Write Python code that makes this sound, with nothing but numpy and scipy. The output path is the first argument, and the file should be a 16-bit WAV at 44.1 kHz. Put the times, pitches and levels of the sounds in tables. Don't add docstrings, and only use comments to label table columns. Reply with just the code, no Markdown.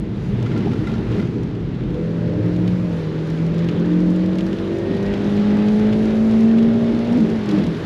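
import sys
import numpy as np
from scipy import signal
from scipy.fft import rfft, irfft
from scipy.io import wavfile
from scipy.ndimage import uniform_filter1d

SR = 44100
rng = np.random.default_rng(int(sys.argv[2]) if len(sys.argv) > 2 else 0)


def makeup_ratio(level_db):
    decades = np.asarray(level_db, float) / 20
    return 10 ** decades


def wav_out(sig):
    wavfile.write(sys.argv[1], SR, np.round(np.clip(np.atleast_2d(sig).T, -1, 1) * 32767).astype(np.int16))


N = 346185
TIME = np.arange(N) / SR
FREQ = np.fft.rfftfreq(N, 1 / SR) + 1e-3


def columns(table):
    s, *rest = np.transpose(table)
    return [np.interp(TIME, s, c) for c in rest]


def unit(x):
    return x / np.sqrt(np.mean(x ** 2))


def walk(rate_hz):
    k = int(SR / rate_hz)
    steps = np.repeat(rng.standard_normal(N // k + 1), k)
    return unit(uniform_filter1d(uniform_filter1d(steps, k), k)[:N])


def shaped(x, gain):
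    return irfft(rfft(x) * gain, N)


def noise(gain):
    return shaped(rng.standard_normal(N), gain)


def colour(points):
    hz, db = np.transpose(points)
    return makeup_ratio(np.interp(np.log(FREQ), np.log(hz), db, left=-80, right=-80))


def resonance(hz, centre_hz, width_hz):
    return 1j * hz * width_hz / (centre_hz ** 2 - hz ** 2 + 1j * hz * width_hz)


def flickering(points, flicker_db, shared_db, rate_hz):
    out, gust, tone = 0, walk(rate_hz), colour(points)
    lowest_hz, highest_hz = points[0][0], points[-1][0]
    edges_hz = lowest_hz * np.sqrt(2) ** np.arange(2 * np.log2(highest_hz / lowest_hz))
    for low_hz in edges_hz:
        inside = (FREQ >= low_hz) * (FREQ < low_hz * np.sqrt(2))
        out = out + noise(tone * inside) * makeup_ratio(flicker_db * walk(rate_hz) + shared_db * gust)
    return unit(out)


def ring(start_s, level_db, pitch_hz, t60_s):
    age_s = np.clip(TIME - start_s, 0, None)
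    decay = makeup_ratio(level_db - 60 * age_s / t60_s)
    onset = 1 - np.exp(-age_s * pitch_hz / 2)
    return decay * onset * np.sin(2 * np.pi * pitch_hz * age_s)


def bursts(start_s, level_db, decay_s):
    jumps = np.zeros(N)
    np.add.at(jumps, np.clip((start_s * SR).astype(int), 0, N - 1), makeup_ratio(level_db))
    return signal.lfilter([1], [1, -np.exp(-1 / (decay_s * SR))], jumps)


# centre_hz, width_hz, level_db
CABIN_MODES = [(110.9, 12, -3), (172, 27.6, 3.5), (214.2, 20, 1), (259.3, 19, -5.5), (311.3, 21.7, 1.5),
               (342.2, 14, -3), (400, 48, -1.5), (480, 51, -2), (575, 72, -5.5), (727, 120, -11.5),
               (850, 66, -15.5)]


def cabin(hz):
    return sum(makeup_ratio(level_db) * resonance(hz, centre_hz, width_hz) for centre_hz, width_hz, level_db in CABIN_MODES)


# firing_multiple, level_db
UNEVEN_ORDERS = [(.5, -1.5), (.75, -6.5), (1.25, -1), (1.5, -4.5), (2.25, -6.5), (2.5, -3), (2.75, -5.5),
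                 (3, -5), (3.25, -15), (3.5, -8.5)]


def uneven_orders(turn, load_db):
    orders = 0
    for multiple, level_db in UNEVEN_ORDERS:
        level = makeup_ratio(level_db + 2.47 * walk(9))
        orders = orders + level * np.sin(multiple * turn + rng.uniform(0, 2 * np.pi) + 0.28 * walk(30))
    return shaped(makeup_ratio(load_db) * orders, cabin(FREQ))


# centre_hz, width_hz, level_db
DASH_MODE = (835, 45, -7)


def dash_panel(turn, load_db):
    centre_hz, width_hz, level_db = DASH_MODE
    return makeup_ratio(level_db) * shaped(makeup_ratio(load_db) * np.sin(4 * turn), resonance(FREQ, centre_hz, width_hz) ** 2)


# start_s, firing_hz, boom_db, load_db (other orders), whine_db, order_7_4_db, order_2_db
ENGINE_CORNER = [
    (0, 114.1, -38, -42, -68, -35, -37),
    (.4, 120.1, -33, -36, -71, -38, -42),
    (.9, 126.4, -35, -36.5, -71, -34, -41),
    (1.5, 134, -32, -38, -69, -40, -38.5),
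    (1.93, 140, -34, -35, -68, -39, -32),
]
ENGINE_PULL = [(1.95, 163.6, -29.0, -33, -63.0, -38.0, -41.0),
               (2.05, 164.9, -25.0, -33, -66.0, -39.0, -40.0),
               (2.15, 166.4, -23.0, -33, -69.0, -39.0, -39.0),
               (2.25, 167.8, -23.0, -33, -65.0, -38.0, -38.0),
               (2.35, 169.9, -24.0, -33, -66.0, -30.0, -36.0),
               (2.45, 172.8, -24.0, -33, -59.0, -25.0, -35.0),
               (2.55, 175.5, -20.0, -33, -65.0, -26.0, -37.0),
               (2.65, 177.8, -18.0, -33, -63.0, -29.0, -40.0),
               (2.75, 180.1, -20.0, -33, -65.0, -32.0, -38.0),
               (2.85, 175.8, -20.0, -33, -64.0, -31.0, -38.0),
               (2.95, 167.8, -22.0, -33, -60.0, -38.0, -43.0),
               (3.05, 156.6, -25.0, -33, -62.0, -43.0, -36.0),
               (3.15, 156.5, -24.0, -33, -64.0, -42.0, -33.0),
               (3.25, 159.1, -22.0, -33, -61.0, -47.0, -35.0),
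               (3.3, 160.3, -22.0, -33, -63.0, -45.0, -37.0),
               (3.45, 164.0, -19.0, -33, -64.0, -43.0, -38.0),
               (3.6, 167.6, -19.0, -33, -57.0, -43.0, -32.0),
               (3.75, 171.0, -22.0, -33, -64.0, -30.0, -35.0),
               (3.9, 174.3, -18.0, -33, -60.0, -24.0, -35.0),
               (4.05, 177.6, -17.0, -33, -62.0, -23.0, -37.0),
               (4.2, 181.0, -18.0, -33, -58.0, -24.0, -40.0),
               (4.35, 184.3, -21.0, -33, -62.0, -27.0, -39.0),
               (4.5, 187.5, -24.0, -33, -54.0, -28.0, -36.0),
               (4.65, 190.6, -29.0, -33, -61.0, -27.0, -32.0),
               (4.8, 193.7, -35.0, -33, -48.0, -26.0, -29.0),
               (4.95, 196.7, -26.0, -33, -44.0, -29.0, -27.0),
               (5.1, 199.8, -24.0, -33, -47.0, -34.0, -27.0),
               (5.25, 202.7, -21.0, -33, -57.0, -36.0, -27.0),
               (5.4, 205.6, -17.0, -33, -58.0, -41.0, -27.0),
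               (5.55, 208.2, -16.0, -33, -52.0, -52.0, -29.0),
               (5.7, 210.8, -15.0, -33, -63.0, -41.0, -28.0),
               (5.85, 213.4, -16.0, -33, -56.0, -35.0, -28.0),
               (6.0, 216.2, -18.0, -33, -58.0, -32.0, -31.0),
               (6.15, 218.8, -15.0, -33, -60.0, -30.0, -34.0),
               (6.3, 221.4, -13.0, -33, -60.0, -32.0, -37.0),
               (6.45, 223.8, -12.0, -33, -58.0, -31.0, -31.0),
               (6.6, 226.4, -13.0, -33, -65.0, -29.0, -37.0),
               (6.75, 228.9, -16.0, -33, -54.0, -29.0, -36.0),
               (6.9, 231.3, -18.0, -33, -52.0, -29.0, -39.0),
               (7.05, 233.9, -20.0, -33, -62.0, -31.0, -37.0)]
ENGINE_LIFT = [(7.07, 233.3, -23, -33, -65, -37, -36), (7.114, 234.8, -17.5, -34.5, -64, -30, -32),
               (7.174, 250.2, -13.5, -36, -65, -34, -36), (7.184, 251.5, -21.5, -36, -62, -37, -34),
               (7.218, 215.9, -10, -39, -62, -34, -35), (7.294, 223.9, -26.5, -35.5, -61, -38, -38),
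               (7.342, 224.3, -19.5, -36, -60, -37, -41), (7.448, 206.5, -24, -41, -65, -39, -34),
               (7.624, 199.7, -16.5, -36, -65, -30, -31), (7.644, 183.7, -47, -33, -65, -38, -46),
               (7.676, 170.5, -17.5, -32.5, -64, -40, -40), (7.77, 154.1, -31, -40, -67, -41, -41),
               (7.802, 165.4, -26, -39, -65, -42, -34), (7.85, 163, -44, -33.5, -65, -31, -32)]


def engine():
    firing_hz, boom_db, load_db, whine_db, seventh_db, second_db = columns(
        ENGINE_CORNER + ENGINE_PULL + ENGINE_LIFT)
    turn = 2 * np.pi * np.cumsum(firing_hz) / SR + 0.043 * walk(25)
    boom = makeup_ratio(boom_db + 0.7 * walk(30)) * np.sin(turn + 0.091 * walk(40))
    seventh = makeup_ratio(seventh_db + 1.1 * walk(25)) * np.sin(7 * turn / 4)
    second = makeup_ratio(second_db + 1.1 * walk(25)) * np.sin(2 * turn)
    gear_whine = makeup_ratio(whine_db + 1.5 * walk(20)) * np.sin(9.5 * turn)
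    body = uneven_orders(turn, load_db) + dash_panel(turn, load_db)
    return np.sqrt(2) * (boom + seventh + second + body + gear_whine)


# start_s, rumble_db, pan_db, drone_db
ROAD_LEVELS = [(0.0, -32, -30.5, -26), (0.15, -34.0, -25.5, -26), (0.3, -30, -21, -23),
               (0.45, -37.0, -20.5, -22), (0.6, -36.0, -24, -22.5), (0.75, -34.0, -21, -17.5),
               (0.9, -35.0, -21.5, -23.0), (1.05, -31, -24, -23.0), (1.2, -31, -20.5, -18),
               (1.35, -36.0, -23.5, -25.0), (1.5, -35, -26.5, -24), (1.65, -36.0, -24.5, -28.5),
               (1.8, -36.0, -27, -22), (1.95, -35, -23.5, -26), (2.0, -40, -32, -26.0),
               (2.25, -40, -21.5, -24.5), (2.5, -33, -22, -22), (2.75, -38.0, -23, -24.5),
               (3.0, -39.5, -28, -25), (3.25, -41, -34.0, -27.5), (3.5, -38, -30.5, -26),
               (3.75, -39, -29, -21.5), (4.0, -39, -40.5, -23), (4.25, -43, -34.5, -25),
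               (4.5, -37, -38, -23.5), (4.75, -41.0, -31.5, -21.5), (5.0, -36, -32.5, -23.5),
               (5.25, -40.5, -27.5, -24), (5.5, -38, -30, -22), (5.75, -39.5, -29, -25),
               (6.0, -36.5, -31.5, -21.5), (6.25, -35.5, -32, -24), (6.5, -40, -32.5, -24),
               (6.75, -43, -29.5, -23), (7.0, -39, -29, -22.5), (7.15, -42.0, -31.5, -18),
               (7.3, -36, -36, -20.5), (7.45, -41.0, -31, -25), (7.6, -38.0, -30, -16.5),
               (7.75, -39.5, -35, -23.0), (7.85, -43, -34, -25.5)]
# hz, db_per_hz
RUMBLE_SPECTRUM = [(22, -16.5), (32, -12), (45, 2), (65, -1.5), (90, -5.5)]
# centre_hz, width_hz
FLOOR_PAN_MODE = (113.8, 34.7)
# hz, db_per_hz
DRONE_SPECTRUM = [(90, -23), (150, 0.5), (250, 2), (400, -4), (600, -17), (1000, -26.5)]


def road():
    rumble_db, pan_db, drone_db = columns(ROAD_LEVELS)
    rumble = flickering(RUMBLE_SPECTRUM, flicker_db=1.3, shared_db=-0.1, rate_hz=9)
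    pan = unit(noise(resonance(FREQ, *FLOOR_PAN_MODE) ** 2))
    shell = flickering(DRONE_SPECTRUM, flicker_db=1.95, shared_db=1.44, rate_hz=16)
    drone = unit(shaped(shell, cabin(FREQ) + 0.6))
    return makeup_ratio(rumble_db) * rumble + makeup_ratio(pan_db - 2.0) * pan + makeup_ratio(drone_db - 2.5) * drone


# start_s, level_db
KERB_LEVELS = [(0.0, -23), (0.148, -34.5), (0.206, -25.5), (0.936, -26), (1.02, -29), (1.046, -42),
               (1.094, -24), (1.164, -21), (1.566, -42), (1.704, -43), (1.746, -29), (1.862, -29),
               (1.9, -28)]
# centre_hz, width_hz
ARCH_MODE = (196.6, 60)


def kerb():
    [kerb_db] = columns(KERB_LEVELS + [(2.1, -59.5)])
    return makeup_ratio(kerb_db - 3) * unit(noise(resonance(FREQ, *ARCH_MODE) ** 2))


# start_s, peak_db, pitch_hz, t60_s
THUD_EVENTS = [(0.288, -9, 188, 0.13), (0.511, -13, 162, 0.12), (.646, -10, 300, 0.052),
               (0.66, -4, 400, 0.037), (.668, -24, 810, 0.059), (.67, -24, 700, 0.057),
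               (.815, -8, 317, 0.088), (1.174, -9, 193, 0.13), (7.171, -15, 175, .4),
               (7.48, -17, 315, 0.23), (7.522, -7.5, 308.5, 0.3), (7.508, -30, 4000, 0.016),
               (7.513, -31, 3300, 0.018), (7.511, -30, 1350, 0.027)]


def thuds():
    return sum(ring(*thud) for thud in THUD_EVENTS)


# start_s, peak_db, upper_db (re lowest mode)
RATTLE_EVENTS = [(0.4619, -30.5, -7), (0.5152, -34, -8), (0.5626, -31, -7), (0.5844, -35, -4),
                 (0.6244, -38, 2), (0.7138, -37, -8), (0.7327, -35, -11), (0.8415, -37, -5),
                 (0.8709, -27.5, -2), (0.8949, -36, -10), (0.9388, -31, -8), (1.1109, -38, -5),
                 (1.1962, -32, 0), (1.2246, -35.5, -12)]
# pitch_hz, t60_s
TRIM_MODES = [(1378, 0.063), (2040, 0.057), (2283, .05)]


def trim_rattle():
    low, middle, top = TRIM_MODES
    trim = 0
    for start_s, peak_db, upper_db in RATTLE_EVENTS:
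        trim = trim + ring(start_s, peak_db + 1.0, *low)
        trim = trim + ring(start_s, peak_db + upper_db + 1.5, *middle)
        trim = trim + ring(start_s, peak_db + upper_db - 11, *top)
    start_s, peak_db, _ = np.transpose(RATTLE_EVENTS)
    grit = unit(noise(resonance(FREQ, 2400, 3100) ** 2)) * bursts(start_s, peak_db - 9.5, decay_s=0.0085)
    return trim + grit


# start_s, spray_db, mist_db
WATER_LEVELS = [(0.0, -48, -77), (0.13, -45.4, -76.8), (0.26, -44.5, -71), (0.39, -42.5, -72),
                (0.52, -41, -68.8), (0.65, -40.5, -72), (0.78, -42, -69), (0.91, -41, -68.8),
                (1.04, -42, -73), (1.17, -39, -69), (1.3, -44.5, -73.2), (1.43, -45.7, -76),
                (1.56, -46, -78.3), (1.69, -45.5, -79), (1.82, -45.5, -77.3), (1.95, -45.5, -74),
                (2.08, -44.5, -74), (2.21, -44.4, -73), (2.34, -43.5, -73), (2.47, -42.5, -73),
                (2.6, -43.5, -71.5), (2.73, -42.5, -70), (2.86, -44, -71.5), (2.99, -41, -67.5),
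                (3.12, -42.5, -71.5), (3.25, -42, -71), (3.38, -41.5, -70), (3.51, -41, -71),
                (3.64, -39.5, -72), (3.77, -40.5, -71), (3.9, -40.5, -71.5), (4.03, -41.5, -70.5),
                (4.16, -41.5, -70.5), (4.29, -40.5, -72.0), (4.42, -41, -70), (4.55, -41, -69.2),
                (4.68, -40.5, -70), (4.81, -41, -69.0), (4.94, -40.5, -70.3), (5.07, -39.5, -69),
                (5.2, -38.5, -67), (5.33, -38, -67), (5.46, -37.5, -68.5), (5.59, -37, -68.5),
                (5.72, -39.0, -67), (5.85, -37.5, -67.8), (5.98, -39, -65.5), (6.11, -38.5, -68),
                (6.24, -40, -66.5), (6.37, -38.5, -66), (6.5, -40, -69), (6.63, -40, -68), (6.76, -39, -68),
                (6.89, -38.5, -68), (7.02, -38.5, -67), (7.15, -37.5, -67.9), (7.28, -39.5, -68),
                (7.41, -39, -70), (7.54, -36.5, -65.3), (7.67, -39, -70), (7.8, -38.5, -65.9)]
# hz, db_per_hz
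SPRAY_SPECTRUM = [(350, -30), (600, -3), (766, -9.5), (846, -6.5), (1040, -9.5), (1900, -12), (2300, -15.5),
                  (3700, -18.5), (7120, -40), (8500, -40.5), (11000, -73), (18700, -120)]
# hz, db_per_hz
MIST_SPECTRUM = [(4000, 8), (6000, 3.5), (8000, -2), (11000, 0), (12500, -14), (14000, -32)]


def spray():
    spray_db, mist_db = columns(WATER_LEVELS)
    hiss = flickering(SPRAY_SPECTRUM, flicker_db=0.83, shared_db=0.18, rate_hz=14)
    mist = flickering(MIST_SPECTRUM, flicker_db=-0.7, shared_db=0.8, rate_hz=14)
    chance = rng.random((500, 2))
    small = bursts(chance[:, 0] * N / SR, -3.6 * np.log(chance[:, 1]), decay_s=0.0046)
    drops = small * rng.standard_normal(N)
    patter = unit(shaped(drops, colour(MIST_SPECTRUM)))
    spatter = unit(shaped(small * rng.standard_normal(N), resonance(FREQ, 2600, 2300) ** 2))
    lower = makeup_ratio(spray_db) * (makeup_ratio(1.84) * hiss + makeup_ratio(-11.5) * spatter)
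    upper = makeup_ratio(mist_db) * (makeup_ratio(13.5) * mist + makeup_ratio(0.5) * patter)
    return lower + upper


# start_s, peak_db, low_db (lower band re upper)
DROP_EVENTS = [(0.427, -47, 10.5), (0.5764, -43.5, 7), (0.734, -48.5, 6.5), (1.1178, -47.5, 6),
               (1.4334, -46, 5.5), (3.272, -44, 0.5), (3.3016, -38.5, 1), (3.465, -44.5, 0),
               (3.5454, -48.5, 3), (3.5813, -46, 6.5), (3.5925, -48, 4.5), (3.6451, -50.5, 8),
               (3.7986, -49, 4), (3.8585, -47, 4), (4.004, -45.5, 0), (4.1026, -43, 1.5), (4.161, -44.5, 3),
               (4.2603, -45, 5), (4.355, -45, 5), (4.466, -43, 4), (4.7853, -42, -1.5), (4.9684, -45, 2),
               (5.0275, -40.5, -3), (5.2437, -45, 2), (5.3652, -44.5, 4.5), (5.57, -46.5, 7),
               (5.7956, -42.5, 2.5), (6.0551, -43.5, 7.5), (6.1543, -42, 0), (6.311, -43.5, 4),
               (6.4065, -42, 2), (6.433, -45.5, 4), (6.6278, -43.5, 6), (6.99, -40.5, -0.5),
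               (7.0738, -47, 2), (7.129, -42, 3.5), (7.174, -42, 3), (7.2045, -43, 5), (7.2995, -42.5, 5),
               (7.359, -49, 4), (7.3905, -46, 1), (7.4582, -44, 7), (7.49, -39.5, 7), (7.5125, -38, 5),
               (7.6395, -42, 6), (7.667, -38, 1)]


def big_drops():
    start_s, peak_db, low_db = np.transpose(DROP_EVENTS)
    tick = unit(noise(colour(MIST_SPECTRUM))) * bursts(start_s, peak_db - 1.5, decay_s=0.0035)
    tap = unit(noise(resonance(FREQ, 3300, 4000) ** 2)) * bursts(start_s, peak_db + low_db - 2, decay_s=0.004)
    return tick + tap


def scene():
    return (engine() + road() + kerb() + thuds() + trim_rattle() + spray() + big_drops())[None]


def top_cut(x):
    return signal.sosfilt(signal.butter(12, 14230, fs=SR, output="sos"), x)


# centre_hz, width_hz, depth (0-1)
HOUSING_NOTCHES = [(9160, 4000, 0.85), (12100, 520, .9)]


def record(dry):
    housing = 1
    for centre_hz, width_hz, depth in HOUSING_NOTCHES:
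        housing = housing * (1 - depth * resonance(FREQ, centre_hz, width_hz))
    capsule = 1 / np.sqrt(1 + (FREQ / 13000) ** 40)
    mix = shaped(dry[0], housing * capsule)[None]
    return top_cut(mix)


dry = scene()
out = record(dry)
wav_out(out)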